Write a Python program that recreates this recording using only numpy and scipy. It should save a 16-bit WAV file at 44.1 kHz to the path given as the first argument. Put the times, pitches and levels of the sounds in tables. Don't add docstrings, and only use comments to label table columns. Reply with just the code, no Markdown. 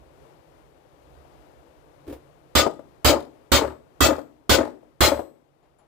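import sys
import numpy as np
from scipy import signal
from scipy.fft import rfft, irfft, next_fast_len
from scipy.io import wavfile
from scipy.ndimage import uniform_filter1d, minimum_filter1d, map_coordinates

SR = 44100
rng = np.random.default_rng(int(sys.argv[2]) if len(sys.argv) > 2 else 0)


def write(x):
    x = np.atleast_2d(x).T
    wavfile.write(sys.argv[1], SR, np.round(np.clip(x, -1, 1) * 32767).astype(np.int16))


N = 258862
T = np.arange(SR * 3 // 5) / SR

# start in s, force in dB, bench jolt in dB, after-ring in dB, tilt in dB/octave.
BLOWS = [(2.551, 11.5, -14.5, -27, -0.1), (3.045, 14, -10, -25.5, 0.28), (3.517, 13, -12, -22.5, 0.5),
         (4.005, 15, -10.5, -23, 1), (4.493, 12.5, -12.5, -23.5, 0), (5.006, 18.5, -12, -11.5, 0.83)]
# frequency in Hz, left-right correlation.
CORRELATION = [(300, 1), (700, 0.2), (1500, 0.93), (5000, 0.04)]


def hammer():
    # frequency in Hz, density in dB.
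    spectrum = [(150, -52), (300, -21.5), (700, -17.5), (1400, -13.5), (2200, -2.5), (3400, -2),
                (4800, -3.5), (6000, -7.5), (7800, -7), (8700, -14), (11000, -14), (14000, -9), (15300, -4)]
    # frequency in Hz, left minus right in dB.
    balance = [(300, -2), (700, 14), (1400, 5.5), (2300, 13), (3400, 9.5), (5000, 7.5), (7800, 7.5),
               (14000, 12.5)]
    # frequency in Hz, t60 in s.
    decay = [(300, 0.43), (800, 0.34), (1600, 0.15), (3200, 0.12), (7000, 0.13), (14000, 0.1)]
    # frequency in Hz, level in dB, t60 in s.
    free_modes = [(1090, -18, .42), (1225, -4, .22), (7122, -24, .35), (7725, -12, .21), (7865, -19, .42),
                  (9755, -24, .38), (12190, -22, .22), (14190, -21, .42)]
    out = np.zeros((2, N))
    onset = 1 - np.exp(-(T / 0.014) ** 2)
    for start_s, force_db, _, ring_db, tilt_db in BLOWS:
        def colour(hz):
            tilted = amp(along(spectrum, hz) + tilt_db * np.log2(hz + 1))
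            return tilted * pan(along(balance, hz)) * steel(hz, width_hz=36, scatter_db=1.5, crowd_db=3)
        crack = damped(unit(filtered(stereo(len(T)), colour)), decay)
        add(out, start_s, amp(force_db) * shop(crack * onset, wet_db=-28.5))
        add(out, start_s, amp(ring_db) * ring(free_modes, scatter_db=1.5) * pan(5))
    return out


def steel(hz, width_hz, scatter_db, crowd_db):
    # frequency in Hz, peak over the crack in dB.
    modes = [(1225, 7), (1370, 6), (1488, 8.5), (1950, 4), (3050, 8), (3278, 9.5), (3454, 10), (3820, 9),
             (4040, 7), (4143, 3.5), (4468, 11.5), (4796, 6), (5146, 7), (5224, 8), (5552, -2.5),
             (6478, 9.5), (6799, 9), (7989, 12.5), (8940, 1), (9316, 11), (10200, 5.5), (11095, 2),
             (11654, 15.5), (15220, 3)]
    power = sum(amp(db + scatter_db * rng.standard_normal()) ** 2
                / (1 + (2 * (hz - centre_hz) / width_hz) ** 2) for centre_hz, db in modes)
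    lesser_modes = wobble(len(hz), 70 / hz[1])
    return np.sqrt(1 + power) * amp(crowd_db * lesser_modes)


def bench(tool_contacts):
    # frequency in Hz, level in dB, t60 in s.
    bending_modes = [(72, 5.5, 0.16), (57.4, -15, 0.033), (81, -27, 0.22), (109.6, -3, 0.18),
                     (147, -21, .4)]
    # frequency in Hz, density in dB.
    jolt_spectrum = [(40, -22.5), (110, -7.5), (180, -14.5), (260, 0), (600, -11), (1400, -7.5),
                     (3000, -26)]
    out = np.zeros((2, N))
    bending = sum(amp(db) * fade(t60_s, 0.027) * np.sin(2 * np.pi * hz * T)
                  for hz, db, t60_s in bending_modes)
    for start_s, _, jolt_db, *_ in BLOWS:
        add(out, start_s, amp(jolt_db) * bending * pan(-12.5))
        add(out, start_s, amp(jolt_db - 5) * noise(jolt_spectrum) * fade(0.11, 0.003) * pan(-24.5))
    for start_s, db in tool_contacts:
        add(out, start_s, amp(db - 15) * bending * pan(-3.5))
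    return out


def clutter(tool_contacts):
    # frequency in Hz, density in dB.
    click_spectrum = [(500, -18.5), (1500, -0.5), (4000, 9), (7500, -3.5), (9000, 1.5), (15000, -7)]
    clack_spectrum = [(600, -15), (950, 3), (1380, -2.5), (1750, -4.5), (2500, -13.5), (5000, -41)]
    link_flight_s = 0.158
    wood, hard = np.zeros((2, N)), np.zeros((2, N))
    for start_s, _, jolt_db, *_ in BLOWS:
        thuds = flurry(40, first_s=0.013, spread_s=0.11, range_db=14, t60_s=0.067) * stereo(len(T))
        chatter = flurry(10, first_s=0.027, spread_s=0.055, range_db=22.5, t60_s=0.01)
        chatter = chatter * noise(click_spectrum)
        add(wood, start_s, amp(jolt_db + 11) * shop(thuds, wet_db=-14.5))
        add(hard, start_s, amp(jolt_db - 22.5) * shop(chatter, wet_db=-14.5))
        tick = noise(click_spectrum) * fade(0.031, 0.0011)
        for landing_s, db in hops(start_s + link_flight_s, jolt_db - 34, count=3):
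            add(hard, landing_s, amp(db) * tick)
    for start_s, db in tool_contacts:
        knock = stereo(len(T)) * fade(0.017, 0.00067)
        add(wood, start_s, amp(db + 20.5) * shop(knock, wet_db=-7.5))
        clack = noise(clack_spectrum) * fade(0.072, 0.00025)
        add(hard, start_s, amp(db - 15) * shop(clack, wet_db=-7.5))
        click = noise(click_spectrum) * fade(0.03, 0.00083)
        add(hard, start_s, amp(db - 28.5) * shop(click, wet_db=-5))
    return (boards(wood) + hard) * pan(8.7)


def boards(x):
    # centre in Hz, width in Hz, gain in dB.
    modes = [(236.5, 44, -5.5), (306, 45, 1), (381, 14, 3), (436.5, 14, 1), (554, 49, 3.5),
             (586.2, 24, 7.5), (587.6, 33, 7), (674, 59, -4), (850, 62, 1), (866, 240, -6),
             (1247, 55, -10.5), (1415, 52, -16)]
    return filtered(x, lambda hz: sum(
        (-1) ** k * amp(db) * 1j * hz * width_hz / (centre_hz ** 2 - hz ** 2 + 1j * hz * width_hz)
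        for k, (centre_hz, width_hz, db) in enumerate(modes)))


def flurry(count, first_s, spread_s, range_db, t60_s):
    flight, weakness = rng.random((2, count))
    index = np.clip((first_s + spread_s * flight) * SR, 0, len(T) - 1).astype(int)
    landings = np.zeros(len(T))
    np.add.at(landings, index, amp(-range_db * (weakness + flight) / 2))
    power = signal.fftconvolve(landings ** 2, fade(t60_s, 0.00017) ** 2)[:len(T)]
    return np.sqrt(np.abs(power))


def heavy_tool():
    # first landing in s, strength in dB.
    landings = [(3.132, -17.5), (3.62, -14), (4.105, -14), (4.584, -9.5), (5.118, -15.5)]
    return [contact for start_s, db in landings for contact in hops(start_s, db, count=5)]


def hops(start_s, db, count, flight_s=0.026, shrink=0.93, scatter=0.15, loss_db=5.5):
    k = np.arange(count)
    flights_s = flight_s * shrink ** k * np.exp(scatter * rng.standard_normal(count))
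    return list(zip(start_s + np.cumsum(flights_s) - flights_s, db - loss_db * k))


def light_contacts():
    # start in s, level in dB, t60 in s.
    taps = [(2.066, -37, 0.05), (2.075, -32.5, 0.14), (2.095, -33.5, 0.18), (2.123, -30, 0.16)]
    rebounds = [(2.665, -16, 0.059), (2.675, -17, 0.028), (2.793, -36.5, 0.06), (4.183, -28, 0.085),
                (4.83, -49.5, .07), (5.192, -24, 0.081)]
    # frequency in Hz, density in dB.
    tap_spectrum = [(30, -22), (70, 2), (120, -4), (190, -23), (300, 6.5), (450, -1), (700, -9.5),
                    (1300, -22), (3000, -28), (7000, -36), (15000, -32)]
    rebound_spectrum = [(150, -25), (290, 7.5), (420, 1), (620, 10), (950, -8), (1380, -15), (1750, -24),
                        (3000, -32.5), (12000, -42.5)]
    out = np.zeros((2, N))
    for start_s, db, t60_s in taps:
        add(out, start_s, amp(db) * noise(tap_spectrum) * fade(t60_s, 0.0028) * pan(1))
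    for start_s, db, t60_s in rebounds:
        knock = noise(rebound_spectrum) * fade(t60_s, 0.0002)
        add(out, start_s, amp(db) * shop(knock, wet_db=-13) * pan(13))
    return out


def chain():
    # start in s, scrape t60 in s, scrape in dB, jingle in dB.
    shifts = [(5.624, 0.47, -61.5, -85.5), (5.785, 0.51, -59.5, -70)]
    # frequency in Hz, level in dB, t60 in s.
    link_modes = [(7120, 0, .15), (7300, -4, .12), (9200, -8, .15), (9900, -4, .18), (11050, -3, .18)]
    # frequency in Hz, density in dB.
    scrape_spectrum = [(300, -5), (700, 3.5), (1500, -11.5), (4500, -24), (6000, -31), (15000, -43)]
    out = np.zeros((2, N))
    for start_s, t60_s, scrape_db, jingle_db in shifts:
        jingle = ring(link_modes, scatter_db=2)
        scrape = noise(scrape_spectrum) * fade(t60_s, 0.0057)
        add(out, start_s, amp(scrape_db) * scrape + amp(jingle_db) * jingle)
    return out * pan(7.1)


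def shop(x, wet_db):
    # frequency in Hz, t60 in s.
    decay = [(100, 0.74), (500, 0.3), (2000, .3), (8000, .3), (15000, 0.21)]
    tail = damped(rng.standard_normal((2, len(T))), decay)
    wet = signal.fftconvolve(x, tail / np.linalg.norm(tail[0]), axes=1)[:, :len(T)]
    return x + amp(wet_db) * wet


def air():
    # frequency in Hz, density in dB.
    spectrum = [(15, -64.5), (25, -25.5), (64, 3), (107, -7), (144, 3), (204, -15), (313, -1.5),
                (349, -3.5), (482, -4), (537, -3.5), (1750, -23.5), (15500, -43.5)]
    # frequency in Hz, left minus right in dB.
    balance = [(60, -11), (150, -6.5), (380, 6.5), (950, 15.5), (2380, 17.5), (5980, 15), (15000, 22)]
    # frequency in Hz, left-right correlation.
    correlation = [(60, -0.71), (240, 1), (950, -0.5), (3770, -0.018), (15000, -0.011)]
    # time in s, level in dB.
    levels = [(0, -54), (2.102, -53.5), (5.35, -61), (5.599, -63.5)]
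    rush = filtered(stereo(N, correlation), lambda hz: amp(along(spectrum, hz)) * pan(along(balance, hz)))
    level_db = np.interp(np.arange(N) / SR, *np.transpose(levels))
    waver_db = 1.1 * wobble(N, SR / 7)
    return unit(rush) * amp(level_db + waver_db)


def rumble():
    # peak time in s, half length in s, level in dB.
    swells = [(0.02, .07, -55), (1.147, .13, -59.5)]
    # frequency in Hz, density in dB.
    spectrum = [(20, -27), (45, -14), (75, 9), (110, -13), (220, -33), (1000, -70)]
    t = np.arange(N) / SR
    envelope = sum(amp(db) * np.exp(-((t - peak_s) / half_s) ** 2) for peak_s, half_s, db in swells)
    return envelope * noise(spectrum, N) * pan(-10)


def amp(db):
    return 10 ** (np.asarray(db) / 20)


def unit(x):
    return x / np.sqrt(np.mean(x ** 2) + 1e-20)


def along(points, hz):
    knots_hz, values = np.transpose(points)
    return np.interp(np.log(hz + 1), np.log(knots_hz), values)


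def pan(left_db):
    return amp(np.outer([1, -1], left_db) / 2)


def add(track, start_s, sound):
    start = round(start_s * SR)
    track[..., start:start + sound.shape[-1]] += sound[..., :track.shape[-1] - start]


def filtered(x, response):
    size = next_fast_len(x.shape[-1] + 8192)
    return irfft(rfft(x, size) * response(np.fft.rfftfreq(size, 1 / SR)), size)[..., :x.shape[-1]]


def stereo(size, correlation=CORRELATION):
    def mid_side(hz):
        angle = np.arccos(np.clip(along(correlation, hz), -1, 1)) / 2
        return np.array([np.cos(angle), np.sin(angle)])
    mid, side = filtered(rng.standard_normal((2, size)), mid_side)
    return np.array([mid + side, mid - side])


def noise(spectrum, size=len(T)):
    return unit(filtered(stereo(size), lambda hz: amp(along(spectrum, hz))))


def fade(t60_s, attack_s):
    return np.exp(-np.log(1000) * T / t60_s) * (1 - np.exp(-T / attack_s))


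def damped(x, decay):
    hz, t, frames = signal.stft(x, SR, nperseg=128)
    gain = np.exp(-np.log(1000) * t / along(decay, hz)[:, None])
    return signal.istft(frames * gain, SR, nperseg=128)[1][:, :len(T)]


def ring(modes, scatter_db):
    return sum(amp(db + scatter_db * rng.standard_normal((2, 1))) * fade(t60_s, 0.00059)
               * np.sin(2 * np.pi * (hz * T + rng.random((2, 1)))) for hz, db, t60_s in modes)


def wobble(size, spacing):
    return map_coordinates(rng.standard_normal(4096), [np.arange(size) / spacing], mode="wrap")


def scene():
    contacts = heavy_tool()
    return hammer() + bench(contacts) + clutter(contacts) + light_contacts() + chain() + air() + rumble()


def limiter(x, ceiling_db, hold_s, window_samples):
    rms = np.sqrt(np.abs(uniform_filter1d(x ** 2, window_samples)) + 1e-12)
    gain = np.minimum(1, amp(ceiling_db) / rms)
    reach = max(1, int(hold_s * SR / 2))
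    held = minimum_filter1d(gain, 2 * reach + 1, origin=reach)
    return x * uniform_filter1d(held, window_samples)


def record(dry):
    crossover_hz, top_hz = 1100, 15520
    low = filtered(dry, lambda hz: 1 / (1 + (hz / crossover_hz) ** 4))
    bass = limiter(low, ceiling_db=-13.5, hold_s=0.0013, window_samples=300)
    treble = limiter(dry - low, ceiling_db=-15.5, hold_s=0.00043, window_samples=160)
    return filtered(bass + treble, lambda hz: 1 / np.sqrt(1 + (hz / top_hz) ** 400))


dry = scene()
out = record(dry)
write(out)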